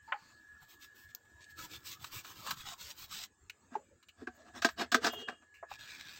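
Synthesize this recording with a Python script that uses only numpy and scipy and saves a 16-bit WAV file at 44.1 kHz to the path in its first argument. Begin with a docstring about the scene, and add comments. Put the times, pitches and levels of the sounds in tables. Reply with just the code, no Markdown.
"""Outdoors at a rough wall, by a bamboo scaffold; a far-off machine whines over quiet open air.
The poles knock, and a wet paint roller starts rasping in short strokes as paint threads snap off its nap.
Past three seconds it goes into a plastic bucket close to the microphone: the paint sloshes, the roller
knocks and scrapes on the plastic, and its axle briefly squeaks. Near the end the poles knock again
and the rolling resumes, stickier with the fresh paint."""
import sys
import numpy as np
from scipy import signal
from scipy.fft import rfft, irfft, next_fast_len
from scipy.io import wavfile
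from scipy.ndimage import uniform_filter1d, map_coordinates

SR = 44100
rng = np.random.default_rng(int(sys.argv[2]) if len(sys.argv) > 2 else 0)


def to_wav(sig):
    """Store sig (one row per channel, or 1-D mono) as 16-bit WAV at the path in sys.argv[1].

    Samples outside -1..1 are clipped; the rate is SR.
    """
    pcm = np.clip(np.atleast_2d(sig), -1, 1) * 32767
    pcm = np.round(pcm).astype(np.int16)
    wavfile.write(sys.argv[1], SR, pcm.T)  # frames by channels


N = 272979

# Modes of the bucket's plastic wall. Each row: frequency in Hz, width in Hz, gain in dB.
BUCKET_MODES = [(243.8, 25.5, -0.5), (340, 56, -6.5), (432.5, 26, -10), (687, 23.3, 5), (788, 144, -7.5),
                (1170, 260, -2.5), (1396, 71, -0.5), (1584, 77, 3.5), (1870, 405, -7), (2334, 130, -8.5),
                (2690, 230, -12), (3230, 690, -23)]
# Spectrum of gritty contact in the bucket. Each row: frequency in Hz, level in dB.
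GRIT_SPECTRUM = [(1200, -14), (2500, -1.5), (3500, 1.5), (5500, -1.5), (8000, -8.5), (12000, -12),
                 (16000, -14)]
# Spectrum of the fine spray of wet paint. Each row: frequency in Hz, level in dB.
SPRAY_SPECTRUM = [(6000, -51.5), (9000, -27), (12000, -5.5), (15500, -6.5)]


def amp(db):
    """Decibels to gain."""
    return 10 ** (np.asarray(db) / 20)


def unit(x):
    """Scale to rms 1."""
    return x / np.sqrt(np.mean(x ** 2) + 1e-20)


def punch(x):
    """Scale a hit so that its energy equals 10 ms at rms 1."""
    return x / np.sqrt(np.sum(x ** 2) * 100 / SR + 1e-20)


def along(points, hz):
    """Interpolate (Hz, value) points on a log frequency axis."""
    freqs, values = np.transpose(points)
    return np.interp(np.log(hz + 1), np.log(freqs + 1), values)


def level(points):
    """(s, dB) points as gain per sample."""
    times, db = np.transpose(points)
    return amp(np.interp(np.arange(N) / SR, times, db))


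def wobble(rate):
    """A smooth random curve, rate knots a second."""
    return map_coordinates(rng.standard_normal(int(N * rate / SR) + 4), [np.arange(N) * rate / SR])


def stroke(start, length):
    """Gain of one stroke: it eases in, holds and eases out as an arm speeds up and slows down."""
    ease_s, edge_db = 0.04, 36.5
    t = np.arange(N) / SR - start
    outside = np.maximum(1 - t / ease_s, 0) ** 2 + np.maximum(1 - (length - t) / ease_s, 0) ** 2
    return amp(-np.minimum(edge_db * outside, 120))


def swell(peak_s, rise_s, fade_db_per_s, hold_s=0):
    """Gain that swells up to its peak, holds, then dies away."""
    t = np.arange(N) / SR - peak_s
    drop_db = 20 * (np.minimum(t, 0) / rise_s) ** 2 + fade_db_per_s * np.maximum(t - hold_s, 0)
    return amp(-np.minimum(drop_db, 120))


def filtered(x, response):
    """x through a complex response of frequency."""
    size = next_fast_len(len(x) + 8192)
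    return irfft(rfft(x, size) * response(np.fft.rfftfreq(size, 1 / SR)), size)[:len(x)]


def coloured(x, points):
    """x shaped by a (Hz, dB) spectrum, at rms 1."""
    return unit(filtered(x, lambda hz: amp(along(points, hz))))


def resonate(x, modes):
    """x through (Hz, width in Hz, dB) resonances of alternating sign."""
    return filtered(x, lambda f: sum((-1) ** k * amp(db) * 1j * f * width / (hz**2 - f**2 + 1j * f * width)
                                     for k, (hz, width, db) in enumerate(modes)))


def band(x, low_hz, high_hz, order=2):
    """Causal band-pass."""
    return signal.sosfilt(signal.butter(order, [low_hz, high_hz], "band", fs=SR, output="sos"), x)


def patchy(x, depth_db):
    """Let narrow regions of the spectrum swell and fade by chance, at rms 1."""
    spectra = signal.stft(x, nperseg=1024, noverlap=768)[2]
    patches = uniform_filter1d(rng.standard_normal(spectra.shape), size=4, axis=0, mode="wrap")
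    patches = unit(uniform_filter1d(patches, size=12, axis=1, mode="wrap"))
    return unit(signal.istft(spectra * amp(depth_db * patches), nperseg=1024, noverlap=768)[1][:N])


def grains(rate, spread_db):
    """Tiny snaps of uneven size at random moments, rate a second, at rms 1."""
    snaps = (rng.random(N) < rate / SR) * rng.standard_normal(N)
    return unit(snaps * amp(spread_db * rng.standard_normal(N)))


def burst(t60, attack_s):
    """A quick chatter of contacts that dies away."""
    t = np.arange(SR // 2) / SR
    return rng.standard_normal(len(t)) * amp(-60 * t / t60) * (1 - np.exp(-t / attack_s))


def add(track, start, x):
    """Mix x into the track, start seconds in."""
    i = round(start * SR)
    track[i:i + len(x)] += x[:N - i]


def open_air():
    """Quiet air all round the microphone: a low rumble and faint hiss whose level drifts."""
    # Each row: frequency in Hz, level in dB.
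    spectrum = [(20, -18), (50, -5), (80, 8.5), (150, -6.5), (330, -3), (600, -14.5), (1300, -12.5),
                (2300, -20.5), (5800, -26), (7000, -12), (8500, -18.5), (12000, -37), (16000, -26.5)]
    return amp(-69.5 + 1.5 * wobble(3.45)) * patchy(coloured(rng.standard_normal(N), spectrum), depth_db=5)


def machine():
    """A far-off machine whines: two wavering tones in a narrow band of noise."""
    # Each row: time in seconds, level of the whine in dB.
    loudness = [(0, -63.5), (.3, -69), (.5, -58.5), (.7, -68), (1.07, -59), (1.2, -73.5), (1.5, -58.5),
                (2, -75), (3.9, -84.5), (4.5, -69), (5.4, -73), (5.7, -61.5), (6.19, -62)]
    # Each row: frequency of a tone in Hz, relative level in dB.
    partials = [(1690, -58), (1790, -67)]
    t = np.arange(N) / SR
    tones = sum(amp(db + 1.6 * wobble(13)) * np.sin(2 * np.pi * hz * t + 0.16 * wobble(8.3))
                for hz, db in partials)
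    haze = band(rng.standard_normal(N), 1630, 1795, order=3)
    return level(loudness) * unit(unit(tones) + 0.5 * unit(haze))


def rustle():
    """A faint, narrow, high rustle at the start."""
    return amp(-74.5) * stroke(0.05, 0.367) * unit(band(grains(3000, spread_db=0), 4140, 4740))


def poles():
    """The bamboo poles knock hollowly: one damped mode and a short splash of noise."""
    # Each row: start in seconds, relative level in dB, pitch in Hz, an unused value,
    # splash trim in dB, time to fade 60 dB in seconds.
    knocks = [(0.077, -39.5, 896, -26, -9, 0.37), (0.1209, -25.5, 1050, -7, 0.5, 0.036),
              (0.14, -31, 827, -20, -14, 0.09), (3.719, -39, 250, -0.5, -21, 0.21),
              (3.753, -24, 856, -8, -18, 0.04), (3.762, -34.5, 410, -20, -13, 0.062),
              (5.133, -33.5, 700, -29, -9, 0.034), (5.627, -36, 661, -14, -4, 0.054),
              (5.714, -36, 815, -19, -8, 0.025)]
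    out, t = np.zeros(N), np.arange(SR // 2) / SR
    for start, db, hz, _, splash_db, t60 in knocks:
        ring = np.sin(2 * np.pi * hz * t) * amp(-60 * t / t60) * (1 - np.exp(-t / 0.0024))
        splash = band(burst(t60, attack_s=0.0037), hz * 0.93, hz * 1.62, order=1)
        splash = band(splash, hz * 0.497, hz * 3.03, order=8)
        add(out, start, amp(db - 8.5) * (punch(ring) + amp(splash_db + 2.5) * punch(splash)))
    return out


def clicks():
    """The wire frame ticks and grit cracks under the roller: a snap, then a rattle."""
    # Each row: start in seconds, relative level in dB, lower and upper band edge in Hz,
    # time for the rattle to fade 60 dB in seconds.
    ticks = [(1.149, -28.5, 4950, 17000, 0.0095), (2.043, -29, 1360, 7100, 0.028),
             (2.246, -35.5, 810, 6000, 0.051), (2.464, -26.5, 910, 5930, 0.098),
             (2.508, -19.5, 820, 13500, 0.04), (2.707, -70, 4100, 8900, .03),
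             (3.497, -31, 2060, 3350, 0.027), (4.027, -49.5, 1400, 5030, 0.051),
             (4.085, -42, 2310, 3520, 0.057), (5.54, -43.5, 2040, 2770, 0.19)]
    # Modes of the wire frame. Each row: frequency in Hz, width in Hz, gain in dB.
    frame_modes = [(1073, 480, 7), (1786, 154, 5.5), (2200, 1050, -5.5), (2870, 210, 5.5), (4070, 330, 2.5),
                   (4900, 200, -0.5), (5570, 3100, -0.5), (7140, 4000, -0.5), (14200, 4000, 0.5)]
    out = np.zeros(N)
    for start, db, low_hz, high_hz, t60 in ticks:
        contact = 2.5 * burst(0.11 * t60, attack_s=0.023 * t60) + burst(t60, attack_s=0.063 * t60)
        ring = punch(band(resonate(contact, frame_modes), low_hz, high_hz))
        crack = punch(band(contact, 4400, 16000))
        add(out, start, amp(db - 13.5) * (ring + amp(-7) * crack))
    return out


def squeak():
    """The freely spinning roller makes its wire axle sing, with a fast rattle."""
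    # Each row: frequency in Hz, relative level in dB.
    axle_tones = [(2848, 0), (3010, -14), (3255, -2)]
    t = np.arange(N) / SR
    tone = sum(amp(db + 2.5 * wobble(110)) * np.sin(2 * np.pi * hz * t + 0.9 * wobble(90))
               for hz, db in axle_tones)
    return amp(-47.5) * swell(5.125, rise_s=0.067, fade_db_per_s=188, hold_s=0.13) * unit(tone)


def paint():
    """Paint sloshes in the bucket with a hollow note and splats off the nap in a fine spray."""
    # Each row: peak time in seconds, rise in seconds, level in dB, pitch in Hz.
    sloshes = [(3.82, 0.056, -62.5, 550), (3.925, 0.018, -64.5, 513), (4.41, 0.064, -64.5, 640),
               (4.5, 0.033, -63, 716), (4.985, 0.031, -44.5, 450), (5.229, 0.12, -52, 424)]
    # Each row: peak time in seconds, level in dB.
    splats = [(4.365, -65), (4.715, -55), (5.137, -42.5), (5.205, -60)]
    half_width = 0.072  # share of the pitch
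    out = np.zeros(N)
    for peak_s, rise_s, db, hz in sloshes:
        note = unit(band(rng.standard_normal(N), hz * (1 - half_width), hz * (1 + half_width)))
        out += amp(db) * swell(peak_s, rise_s, fade_db_per_s=340) * note
    spray = coloured(grains(3000, spread_db=1.5), SPRAY_SPECTRUM)
    for peak_s, db in splats:
        out += amp(db) * swell(peak_s, rise_s=0.025, fade_db_per_s=600) * spray
    return out


def bucket_rubs():
    """The nap slips along the bucket's side: dense slips boom in the plastic, squelch and hiss."""
    # Each row: fastest moment in seconds, rise in seconds, relative boom and hiss levels in dB.
    rubs = [(3.76, 0.054, -51.5, -73), (4.23, 0.067, -58.5, -72.5), (4.42, .13, -65, -77),
            (4.488, 0.046, -55.5, -74), (4.564, 0.025, -46.5, -59), (4.585, .02, -51, -58.5),
            (4.798, 0.026, -40.5, -48.5), (4.82, 0.026, -32.5, -45.5), (5.074, 0.054, -29, -38.5),
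            (5.141, 0.017, -49, -59), (5.221, 0.077, -53, -59), (5.289, 0.014, -41, -60),
            (5.33, 0.012, -54, -89), (5.43, 0.013, -60, -87)]
    lowest_hz = BUCKET_MODES[0][0]
    dull_modes = [(hz, width, db - 3 * np.log2(hz / lowest_hz)) for hz, width, db in BUCKET_MODES]
    slips = grains(4000, spread_db=0.5)
    plastic = unit(resonate(slips, dull_modes))
    squelch = patchy(band(grains(1700, spread_db=2), 300, 710, order=1), depth_db=3.5)
    hiss = patchy(coloured(slips + rng.standard_normal(N), GRIT_SPECTRUM), depth_db=5)
    boom = amp(-2) * plastic + amp(-8) * squelch
    out = np.zeros(N)
    for peak_s, rise_s, boom_db, hiss_db in rubs:
        out += swell(peak_s, rise_s, fade_db_per_s=631) * (amp(boom_db) * boom + amp(hiss_db + 4.5) * hiss)
    return out


def bucket_blows():
    """Close to the microphone, each blow pushes the plastic once and the roller chatters against it."""
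    # Each row: start in seconds, relative level in dB, boom and treble trims in dB,
    # contact rise in seconds.
    blows = [(4.211, -54, 11.5, -27, 0.0012), (4.27, -28.5, -13.5, -27.5, 0.0015),
             (4.619, -25.5, -36, -8, 0.0033), (4.646, -11.5, -16.5, -13, 0.00087),
             (4.686, -30, -41, -13, 0.0025), (4.917, -20, -19, -7.5, 0.0033),
             (4.944, -10, -18, -14, 0.00052), (5.043, -18.5, -28, -11, 0.0015),
             (5.065, -21, -14, -13, .0022), (5.283, -25, -28, -23, 0.00226)]
    detune = 0.035  # the moving paint shifts the modes from blow to blow
    out = np.zeros(N)
    for start, db, boom_db, treble_db, rise_s in blows:
        modes = [(hz * (1 + detune * rng.standard_normal()), width, gain)
                 for hz, width, gain in BUCKET_MODES]
        force = unit(burst(t60=0.0508, attack_s=rise_s))
        force[int(rise_s * SR)] += 195 * amp(0.34 * db)  # the push; soft blows are mostly chatter
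        clack = punch(band(resonate(force, modes[3:]), 330, 4500, order=4))
        boom = amp(boom_db + 9) * punch(band(resonate(force, modes[:3]), 195, 640, order=3))
        crack = amp(treble_db + 6) * punch(coloured(burst(t60=0.077, attack_s=rise_s), GRIT_SPECTRUM))
        thump = amp(-43) * punch(band(force, 45, 130))  # the whole bucket swings on its handle
        add(out, start, amp(db - 10) * (clack + boom + crack + thump))
    return out


def roller():
    """Threads of paint snap off the nap as it peels from the wall; once reloaded, it sounds stickier."""
    # Strokes, and the light touch on the wall between them. Each row: start in seconds,
    # length in seconds, relative level in dB, body and sizzle trims in dB.
    strokes = [(0.166, .19, -72.5, 3.5, -34), (0.36, 0.04, -82, -8, -20), (0.599, 0.069, -63, 5.5, -7),
               (0.664, .11, -63, -12.5, -5.5), (0.788, 0.1, -57.5, -20, -10), (0.93, 0.15, -67, -9.5, -4),
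               (1.072, 0.062, -63, -29, -14), (1.29, 0.045, -68.5, -4, -29), (1.385, 0.091, -62, -33, -57),
               (1.476, 0.068, -63.5, -21, -8.5), (1.555, 0.13, -50.5, -8, -9.5),
               (1.685, .11, -51, -8.5, -14.5), (1.829, 0.14, -47.5, -23, -11), (1.989, 0.12, -57, -12, -9),
               (2.099, 0.13, -48, -10, -8.5), (2.224, 0.13, -55, -2, -10), (2.33, 0.16, -57.5, -1.5, -10.5),
               (2.43, 0.13, -47, -5, -14), (2.547, 0.1, -52, -2, -14), (2.631, 0.13, -48.5, -4, -19),
               (2.768, 0.18, -51, -11, -13), (2.948, 0.13, -52.5, -8.5, -8), (3.084, .195, -46, -11, -14.5),
               (5.675, 0.11, -54.5, -8, -18), (5.766, .29, -52.5, -15, -21), (6.023, .25, -52, -13, -20)]
    light_touch = [(0, 1.62, -79, 0, -11), (1.56, 1.6, -69.5, 0, -6.5)]
    # Spectra of the nap's rasp, the reloaded nap, the pressed-in body and the rumble over bumps.
    # Each row: frequency in Hz, level in dB.
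    rasp_spectrum = [(700, -46), (1500, -8.5), (2200, -0.5), (3400, 2.5), (5000, -0.5), (8000, -3.5),
                     (11000, -8.5), (15500, -25.5)]
    sticky_spectrum = [(300, -7.5), (800, -8), (1200, -5.5), (1650, 8), (2000, 0.5), (2450, 11.5),
                       (3000, 1.5), (3700, 6), (5500, -1.5), (8000, -4.5), (12000, -17), (15500, -9.5)]
    body_spectrum = [(200, -1), (350, -16), (550, -11), (780, -2), (1050, 4), (1400, 3.5), (2200, -13.5),
                     (4000, -29)]
    rumble_spectrum = [(20, -23), (45, -26), (80, 12.5), (130, 6), (200, -10.5), (330, -3), (700, -38)]
    # Modes of the roller's hollow core. Each row: frequency in Hz, width in Hz, gain in dB.
    core_modes = [(308, 36, 5), (524, 73, -3.5)]
    # How hard the core is pressed on the bumps. Each row: time in seconds, gain in dB.
    pressure = [(0, -3), (1.3, -16), (1.6, 9.5), (2.2, 4), (2.7, -3.5), (3.2, -9.5), (6.2, -3.5)]
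    reloaded_s = 5.4
    before_dip, after_dip, body_gain, sizzle_gain = np.zeros((4, N))
    for start, length, db, body_db, sizzle_db in light_touch + strokes:
        gain = amp(db) * stroke(start, length)
        add(after_dip if start > reloaded_s else before_dip, 0, gain)
        body_gain += amp(body_db) * gain
        sizzle_gain += amp(sizzle_db) * gain
    catching = amp(1.1 * wobble(80))  # the nap catches on the uneven wall
    peel = unit(grains(5000, spread_db=3) + 1.1 * rng.standard_normal(N))
    crackle = amp(-9) * grains(260, spread_db=2)  # single sand grains and thick threads
    rasp = amp(-1.3) * before_dip * patchy(coloured(peel + crackle, rasp_spectrum), depth_db=3.3)
    body = body_gain * patchy(coloured(grains(5000, spread_db=2.5), body_spectrum), depth_db=6)
    sizzle = amp(11.5) * sizzle_gain * coloured(peel, SPRAY_SPECTRUM)
    wet_peel = coloured(grains(7000, spread_db=5), sticky_spectrum)
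    sticky = amp(-0.86) * after_dip * patchy(wet_peel, depth_db=3.5)
    turning = uniform_filter1d(np.minimum(before_dip + 0.24 * after_dip, amp(-61.5)), size=SR // 12)
    bumps = patchy(coloured(grains(240, spread_db=3), rumble_spectrum), depth_db=5)
    rumble = amp(-8.5) * turning * band(bumps, 36, 900)
    hollow = amp(-15.5) * body_gain * unit(resonate(grains(1200, spread_db=1), core_modes))
    return catching * (rasp + body + sizzle + sticky) + level(pressure) * (rumble + hollow)


def yard(x):
    """The close walls reflect at once; a short tail follows, lasting longest in the midrange."""
    # Each row: delay in seconds, gain in dB.
    reflections = [(.0031, -29.5), (.0054, -25), (.0087, -18)]
    # Each row: frequency in Hz, time to fade 60 dB in seconds.
    decay_times = [(200, 0.064), (2000, 0.14), (10000, 0.084)]
    hz, t, noise = signal.stft(rng.standard_normal(SR // 2), SR, nperseg=256)
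    tail = signal.istft(noise * amp(-60 * t / along(decay_times, hz)[:, None]), SR, nperseg=256)[1]
    early = filtered(x, lambda f: sum(amp(db) * np.exp(-2j * np.pi * f * s) for s, db in reflections))
    return early + amp(-15.5) * signal.fftconvolve(x, tail / np.linalg.norm(tail))[:N]


def scene():
    """The nearby work and its echo, over the distant machine and the open air, in mono."""
    work = roller() + bucket_blows() + bucket_rubs() + paint() + poles() + clicks() + squeak() + rustle()
    return (open_air() + amp(-0.22) * (work + yard(work)) + machine())[None]


def record(dry):
    """The microphone has a deep dip in the upper treble and a steep band limit."""
    # Each row: frequency in Hz, gain in dB.
    response = [(8200, 0.5), (8800, -10), (9300, -16.5), (11500, -16.5), (12500, -12), (14000, -4)]
    top_hz = 15900
    return np.array([filtered(x, lambda hz: amp(along(response, hz)) * (hz < top_hz)) for x in dry])


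dry = scene()
out = record(dry)
to_wav(out)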